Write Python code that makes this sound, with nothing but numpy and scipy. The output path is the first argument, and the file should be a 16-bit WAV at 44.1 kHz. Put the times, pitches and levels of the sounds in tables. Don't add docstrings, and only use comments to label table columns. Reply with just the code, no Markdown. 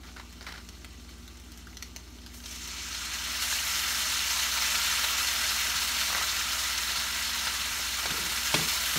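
import sys
import numpy as np
from scipy import signal
from scipy.fft import rfft, irfft
from scipy.io import wavfile

SR = 44100
rng = np.random.default_rng(int(sys.argv[2]) if len(sys.argv) > 2 else 0)


def dump(signal):
    limited = np.clip(np.atleast_2d(signal).T, -1, 1)
    pcm = np.round(limited * 32767).astype(np.int16)
    wavfile.write(sys.argv[1], SR, pcm)


def makeup_ratio(level_db):
    decades = np.asarray(level_db, float) / 20
    return 10 ** decades


N = 396018

BOILING = [(2.31, -74, 1.5, 8), (2.345, -60, 1.5, 8), (2.43, -58, 1.9, 1), (2.47, -50, 1.5, -1),
           (2.73, -43, 1, -5.5), (3.0, -39.5, 0.51, -5), (3.38, -35.5, -0.14, 0), (3.5, -35, 0.89, 0.6),
           (3.95, -33, 0.39, -0.6), (4.9, -31, -0.011, 0.1), (5.4, -31.5, -0.32, 1.1),
           (6.4, -33, -0.066, -0.2), (7.5, -34, -0.38, 0.3), (7.9, -35.5, 0.089, 0), (8.3, -34, -0.6, 2.5),
           (8.55, -32.5, 0.34, 0.7), (8.98, -33, -0.32, 4.5)]
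# (lowest pitch [Hz], highest pitch [Hz],
# bursts before flurries [per s], size spread [dB], ring decay [cycles], room t60 [s], level [dB])
BUBBLE_SIZES = [(1980, 4690, 2000, 3.5, 3.36, 0.41, -0.5), (660, 2050, 1600, 3.0, 3.4, 0.46, -5.5),
                (8260, 18800, 3000, 3, 3.3, 0.3, -5.5), (4570, 8240, 2000, 3.5, 4.46, 0.29, -4),
                (2440, 17600, 450, 2.5, 0.34, 0.088, -7)]
FAINT_FRY_DB = [-57, -63.5, -63, -59, -74]
FINENESS_DB = [0.9, -1.5, 3, 4, -1]
SPATTER_SHARE = [0, 0, 1, 0, 1]
# (time [s], change [dB])
SURGES = [(2.342, 7), (2.455, 3), (2.52, 6.5), (2.70, 1), (2.965, -1.5), (3.42, 7.5), (3.51, 2), (3.66, 2),
          (3.79, 2)]
# (frequency [Hz], level per Hz [dB])
PAN_COLOUR = [(300, -22), (420, -6.5), (520, -10), (860, -17), (1050, -8), (1900, -5), (4200, -6),
              (4900, -9.5), (5700, -7.5), (7200, -4.5), (8200, -10.5), (9600, -11), (10450, -18),
              (11300, -12.5), (15800, -16)]
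# (frequency [Hz], width [Hz], level [dB])
ALCOVE_RESONANCES = [(629, 16.6, -0.5), (947, 34, -2.5), (1206, 45, -4), (1350, 210, -2), (1585, 580, -3.5),
                     (1980, 69, 1.5), (2315, 57, -6), (2590, 62, -7.5), (2820, 155, -1.5), (3136, 27, 2.5),
                     (3540, 52, 0.5), (3950, 170, -2), (4350, 186, -0.5), (5150, 37, -0.5), (5350, 85, 2.5),
                     (6120, 970, -2), (11600, 700, -25)]
# (delay [s], level [dB], random scatter of the delay [s])
NEAR_ECHOES = [(.0013, -6, 0.00011), (.0031, -9, 0.00018), (.0054, -4, .0003)]
# (time [s], peak [dB], pitch [Hz])
LARGE_SPITS = [(0.3267, -35, 7700), (0.4269, -35, 8700), (0.6888, -29.5, 6690), (0.8458, -28, 4060),
               (0.998, -39, 4040), (1.091, -34, 3970), (1.2785, -33, 3930), (1.3718, -36, 9600),
               (1.3992, -37, 8130), (1.519, -30, 12700), (1.5752, -31.5, 11600), (1.6705, -33, 1490),
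               (1.729, -40, 2200), (1.7702, -27, 5380), (1.8248, -22, 5330), (1.9624, -22.5, 5340),
               (2.1869, -39, 3070), (2.263, -30, 4300), (2.3386, -36, 6390), (2.373, -38, 6200),
               (2.4029, -35, 5300), (2.4379, -31, 5150), (2.4593, -26.5, 5350), (2.5106, -29, 6270),
               (2.56, -33, 6300), (2.675, -25, 12900), (2.79, -32, 7000), (2.947, -24, 3580),
               (3.4294, -29, 3030), (3.5259, -20.5, 1430), (3.564, -30, 6470), (3.6141, -26, 2720),
               (3.6694, -20, 3540), (3.8762, -23, 2970), (4.7544, -16, 4310), (5.0394, -13.5, 3300),
               (5.109, -21, 4020), (6.7794, -17, 6240)]
# (time [s], peak [dB], pitch [Hz])
CAP_SNAPS = [(0.092, -43, 1440), (0.164, -33, 1460), (0.197, -34, 940), (0.41, -28, 4570),
             (0.467, -30, 2080), (0.481, -33, 4310), (0.497, -38, 1910), (6.101, -22.5, 1090),
             (6.149, -13.5, 1900), (6.169, -20.5, 1040), (6.213, -18, 1200)]
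# (start [s], length [s], level [dB], fade over the stroke [dB])
CAP_RUBS = [(0.03, 0.086, -50.5, -6), (0.162, 0.041, -44, -3), (0.195, 0.035, -44, -11),
            (0.408, 0.071, -49.5, -4), (0.464, .16, -40, -11), (6.09, .17, -38.5, 0)]
# (frequency [Hz], width [Hz], level [dB])
BOTTLE_RESONANCES = [(800, 250, -6), (1400, 94, 7), (1590, 970, 6.5), (2030, 130, 6), (3080, 70, 4),
                     (3950, 180, 4), (4500, 1600, -3), (5340, 270, -2)]
# (time [s], click peak [dB], thud peak [dB], contact pitch [Hz])
SPATULA_KNOCKS = [(7.4705, -17.5, -52, 1420), (7.794, -25, -50, 2880), (8.0565, -18, -46, 900),
                  (8.1055, -18, -42, 1400), (8.5415, -12, -22, 950), (8.592, -26, -34, 700),
                  (8.958, -21, -29, 1000), (8.971, -23, -38, 3680)]
# (frequency [Hz], level [dB], t60 [s])
PAN_MODES = [(161, 3.5, 0.13), (211, 5.5, 0.048), (320, 0, 0.09), (432, -6, 0.18), (650, -19, 0.026),
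             (950, -20, 0.02), (1450, 1.5, 0.021), (2200, 2, 0.021), (3570, -3, 0.047), (5300, -33, .02)]
# (start [s], length [s], level [dB], fade over the stroke [dB])
SPATULA_SCRAPES = [(8.05, 0.058, -50, 0), (8.105, .24, -41, -11), (8.552, 0.15, -34, -15.5)]
# (time [s], ring level [dB], pitch [Hz])
WORKTOP_BUMPS = [(5.75, -39, 120), (6.979, -43, 130), (7.719, -34, 54.5), (7.8, -44, 45)]
# (frequency [Hz], rms level [dB], waver [dB])
MOTOR_TONES = [(59.17, -48.6, .5), (77.1, -54.8, .8), (101.8, -67, 2), (177.5, -63.5, 1.5),
               (239.85, -60, 1.5), (1184, -72, 1)]
# (frequency [Hz], level per Hz [dB])
AIR_SPECTRUM = [(18, -33), (30, -15), (70, -21), (87, -3.5), (140, -14), (236, -6.5), (373, -10.5),
                (544, -24), (620, -20), (918, -20.5), (1030, -24), (1170, -22), (1500, -24), (1950, -58),
                (3300, -120)]

AIR_DB = -55.5
ROOM_DB, ROOM_T60_S = 1.5, 0.25
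SHARP_ROOM_DB = -5
SURGE_RISE_S, SURGE_FALL_S = 0.0067, 0.013
SPLUTTER_S, CRACK = (.0015, .004), (2.9, 1.8)
GRIP_S, LET_GO_S = 0.0055, .02


def evened(x):
    return x / np.sqrt(np.mean(x ** 2) + 1e-20)


def read(points, hz):
    f, value = np.transpose(points)
    return np.interp(np.log(hz + 1), np.log(f + 1), value)


def curve(rows, index):
    rows = np.array(rows)
    return np.interp(np.arange(N) / SR, rows[:, 0], rows[:, index])


def add(mix, s, sound):
    part = mix[round(s * SR):][:len(sound)]
    part += sound[:len(part)]


def slow(top_hz):
    count = N // 64 + 1
    hz = np.fft.rfftfreq(count, 64 / SR)
    shape = hz / (hz + .3 * top_hz) / (1 + (hz / top_hz) ** 4)
    wander = irfft(rfft(rng.standard_normal(count)) * shape, count)
    return np.repeat(evened(wander), 64)[:N]


def causal(power):
    cepstrum = irfft(np.log(power + 1e-10) / 2)
    cepstrum[1:2048] *= 2
    cepstrum[2049:] = 0
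    return irfft(np.exp(rfft(cepstrum)))[:2048]


def peaks(table, hz):
    return sum(makeup_ratio(2 * db) / (1 + (2 * (hz - f) / width) ** 2) for f, width, db in table)


def ring(hz, cycles, glide=0.29):
    u = np.arange(0, 6 * cycles, hz / SR)
    tone = np.sin(2 * np.pi * u * (1 + glide * u / cycles / 6))
    soft_start = 1 - np.exp(-(u / 0.24) ** 2)
    return tone * np.exp(-u / cycles) * soft_start


def placed(sound, t60=ROOM_T60_S, room_db=ROOM_DB):
    t = np.arange(round(.16 * SR)) / SR
    path = rng.standard_normal(len(t)) * makeup_ratio(-60 * t / t60) * np.clip(t / 0.0085, 0, 1)
    path *= makeup_ratio(room_db) / np.linalg.norm(path)
    path[0] = 1
    for (delay, db, scatter), chance in zip(NEAR_ECHOES, rng.standard_normal(len(NEAR_ECHOES))):
        path[max(round((delay + scatter * chance) * SR), 1)] += makeup_ratio(db)
    return signal.fftconvolve(sound, path)


def alcove():
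    hz = np.fft.rfftfreq(4096, 1 / SR)
    overall = makeup_ratio(2 * read(PAN_COLOUR, hz))
    return causal(.5 * overall + .5 * peaks(ALCOVE_RESONANCES, hz))


def sizzle(colour, count=15):
    flurry = makeup_ratio(1.2 * slow(18) + 2.5 * slow(50))
    out = np.zeros(N)
    for kind, (lo_hz, hi_hz, per_s, spread_db, cycles, t60, _) in enumerate(BUBBLE_SIZES):
        bubbles = np.zeros(N)
        for hz in np.geomspace(lo_hz, hi_hz, 2 * count + 1)[1::2]:
            when, size = rng.random((2, N))
            patch = flurry * makeup_ratio(1.8 * slow(14))
            bursts = when < per_s * patch / count / SR
            strength = makeup_ratio(-spread_db * np.log(np.maximum(size, 1 / 60)))
            grain = placed(ring(hz, cycles), t60)
            grain = grain / np.linalg.norm(grain) * np.sqrt(hz)
            bubbles += signal.oaconvolve(bursts * strength, grain)[:N]
        out += boil(kind) * evened(signal.oaconvolve(bubbles, colour)[:N])
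    return out


def boil(size):
    t = np.arange(N) / SR
    surges = np.array(SURGES)
    since = t - surges[:, :1]
    rise = np.clip(since / SURGE_RISE_S, 0, 1)
    fall = np.exp(-np.maximum(since, 0) / SURGE_FALL_S)
    sauce_db = curve(BOILING, index=1) + BUBBLE_SIZES[size][-1]
    sauce_db += FINENESS_DB[size] * curve(BOILING, index=2)
    sauce_db += SPATTER_SHARE[size] * curve(BOILING, index=3)
    sauce_db += surges[:, 1] @ (rise * fall)
    sauce = (t > BOILING[0][0]) * makeup_ratio(sauce_db)
    return np.hypot(makeup_ratio(FAINT_FRY_DB[size]), sauce)


def spits(colour, count=5):
    out = np.zeros(N)
    for (s, db, hz), chance in zip(LARGE_SPITS, rng.random((len(LARGE_SPITS), 2, count))):
        wet = int(s > BOILING[0][0])
        burst = ring(hz, 1.0)
        burst[1:3] += CRACK[wet] * np.array([1, -.3])
        splutter = np.zeros(round(SPLUTTER_S[wet] * SR) + 1)
        splutter[(chance[0] * len(splutter)).astype(int)] = 0.19 + chance[1]
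        splutter[0] = 1.0
        burst = placed(np.convolve(burst, splutter), 0.22, SHARP_ROOM_DB)
        burst = signal.fftconvolve(burst, colour)
        add(out, s, makeup_ratio(db) * burst / abs(burst).max())
    return out


def spatula(split_hz=520):
    t = np.arange(round(.3 * SR)) / SR
    click, thud = np.zeros((2, len(t)))
    for hz, db, t60 in PAN_MODES:
        part = click if hz > split_hz else thud
        part += makeup_ratio(db - 60 * t / t60) * np.sin(2 * np.pi * hz * t)
    thud *= 1 - np.exp(-(t / 0.0042) ** 2)
    edge = signal.butter(2, (900, 5500), "band", fs=SR)
    out = np.zeros(N)
    for s, click_db, thud_db, hz in SPATULA_KNOCKS:
        blow = click.copy()
        add(blow, 0, 2.3 * ring(hz, 1.1))
        chatter = signal.lfilter(*edge, rng.standard_normal(len(t)))
        blow += 2.8 * makeup_ratio(-60 * t / .05) * chatter
        blow = placed(blow, 0.53, SHARP_ROOM_DB)
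        add(out, s, makeup_ratio(click_db) * blow / abs(blow).max())
        add(out, s, makeup_ratio(thud_db) * thud / abs(thud).max())
    slips = rng.standard_normal(N) * makeup_ratio(1.9 * slow(72))
    rattle = (np.gradient(thud) + 0.0083 * click) * makeup_ratio(-60 * t / 0.046)
    return out + strokes(SPATULA_SCRAPES) * evened(signal.oaconvolve(slips, rattle)[:N])


def cap():
    body = causal(peaks(BOTTLE_RESONANCES, np.fft.rfftfreq(4096, 1 / SR)))
    out = np.zeros(N)
    for s, db, hz in CAP_SNAPS:
        snap = body / abs(body).max()
        add(snap, 0, 0.4 * ring(hz, 6.5))
        snap = placed(snap, 0.34, SHARP_ROOM_DB)
        add(out, s, makeup_ratio(db) * snap / abs(snap).max())
    grit = rng.standard_normal(N) * makeup_ratio(3.2 * slow(90))
    rub = evened(signal.oaconvolve(grit, body)[:N])
    return out + rub * strokes(CAP_RUBS)


def strokes(table):
    gain = np.zeros(N)
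    for s, length, db, fade_db in table:
        t = np.arange(0, length, 1 / SR)
        contact = np.minimum(np.minimum(t / GRIP_S, (length - t) / LET_GO_S), 1)
        add(gain, s, makeup_ratio(db + fade_db * t / length) * contact)
    return gain


def bumps():
    out = np.zeros(N)
    for s, db, hz in WORKTOP_BUMPS:
        add(out, s, makeup_ratio(db) * ring(hz, 1.3, glide=.05))
    return out


def kitchen():
    t = np.arange(N) / SR
    tones = np.zeros(N)
    for hz, db, waver_db in MOTOR_TONES:
        level = np.sqrt(2) * makeup_ratio(db + waver_db * slow(1.3))
        tones += level * np.sin(2 * np.pi * (hz * t + rng.random()))
    shape = makeup_ratio(read(AIR_SPECTRUM, np.fft.rfftfreq(N, 1 / SR)))
    air = irfft(rfft(rng.standard_normal(N)) * shape, N)
    return tones + makeup_ratio(AIR_DB) * evened(air)


def scene():
    colour = alcove()
    mix = sizzle(colour) + spits(colour) + spatula() + cap() + bumps() + kitchen()
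    return np.tile(mix, (2, 1))


def top_cut(x):
    return signal.sosfilt(signal.butter(12, 16880, fs=SR, output="sos"), x)


def record(dry):
    roll_off = signal.butter(2, 42, "high", fs=SR, output="sos")
    lean = signal.sosfilt(roll_off, dry)
    band_limit = signal.firwin(801, 15730, window=("kaiser", 8), fs=SR)
    mix = signal.oaconvolve(lean, band_limit[None], "same")
    return top_cut(mix)


dry = scene()
out = record(dry)
dump(out)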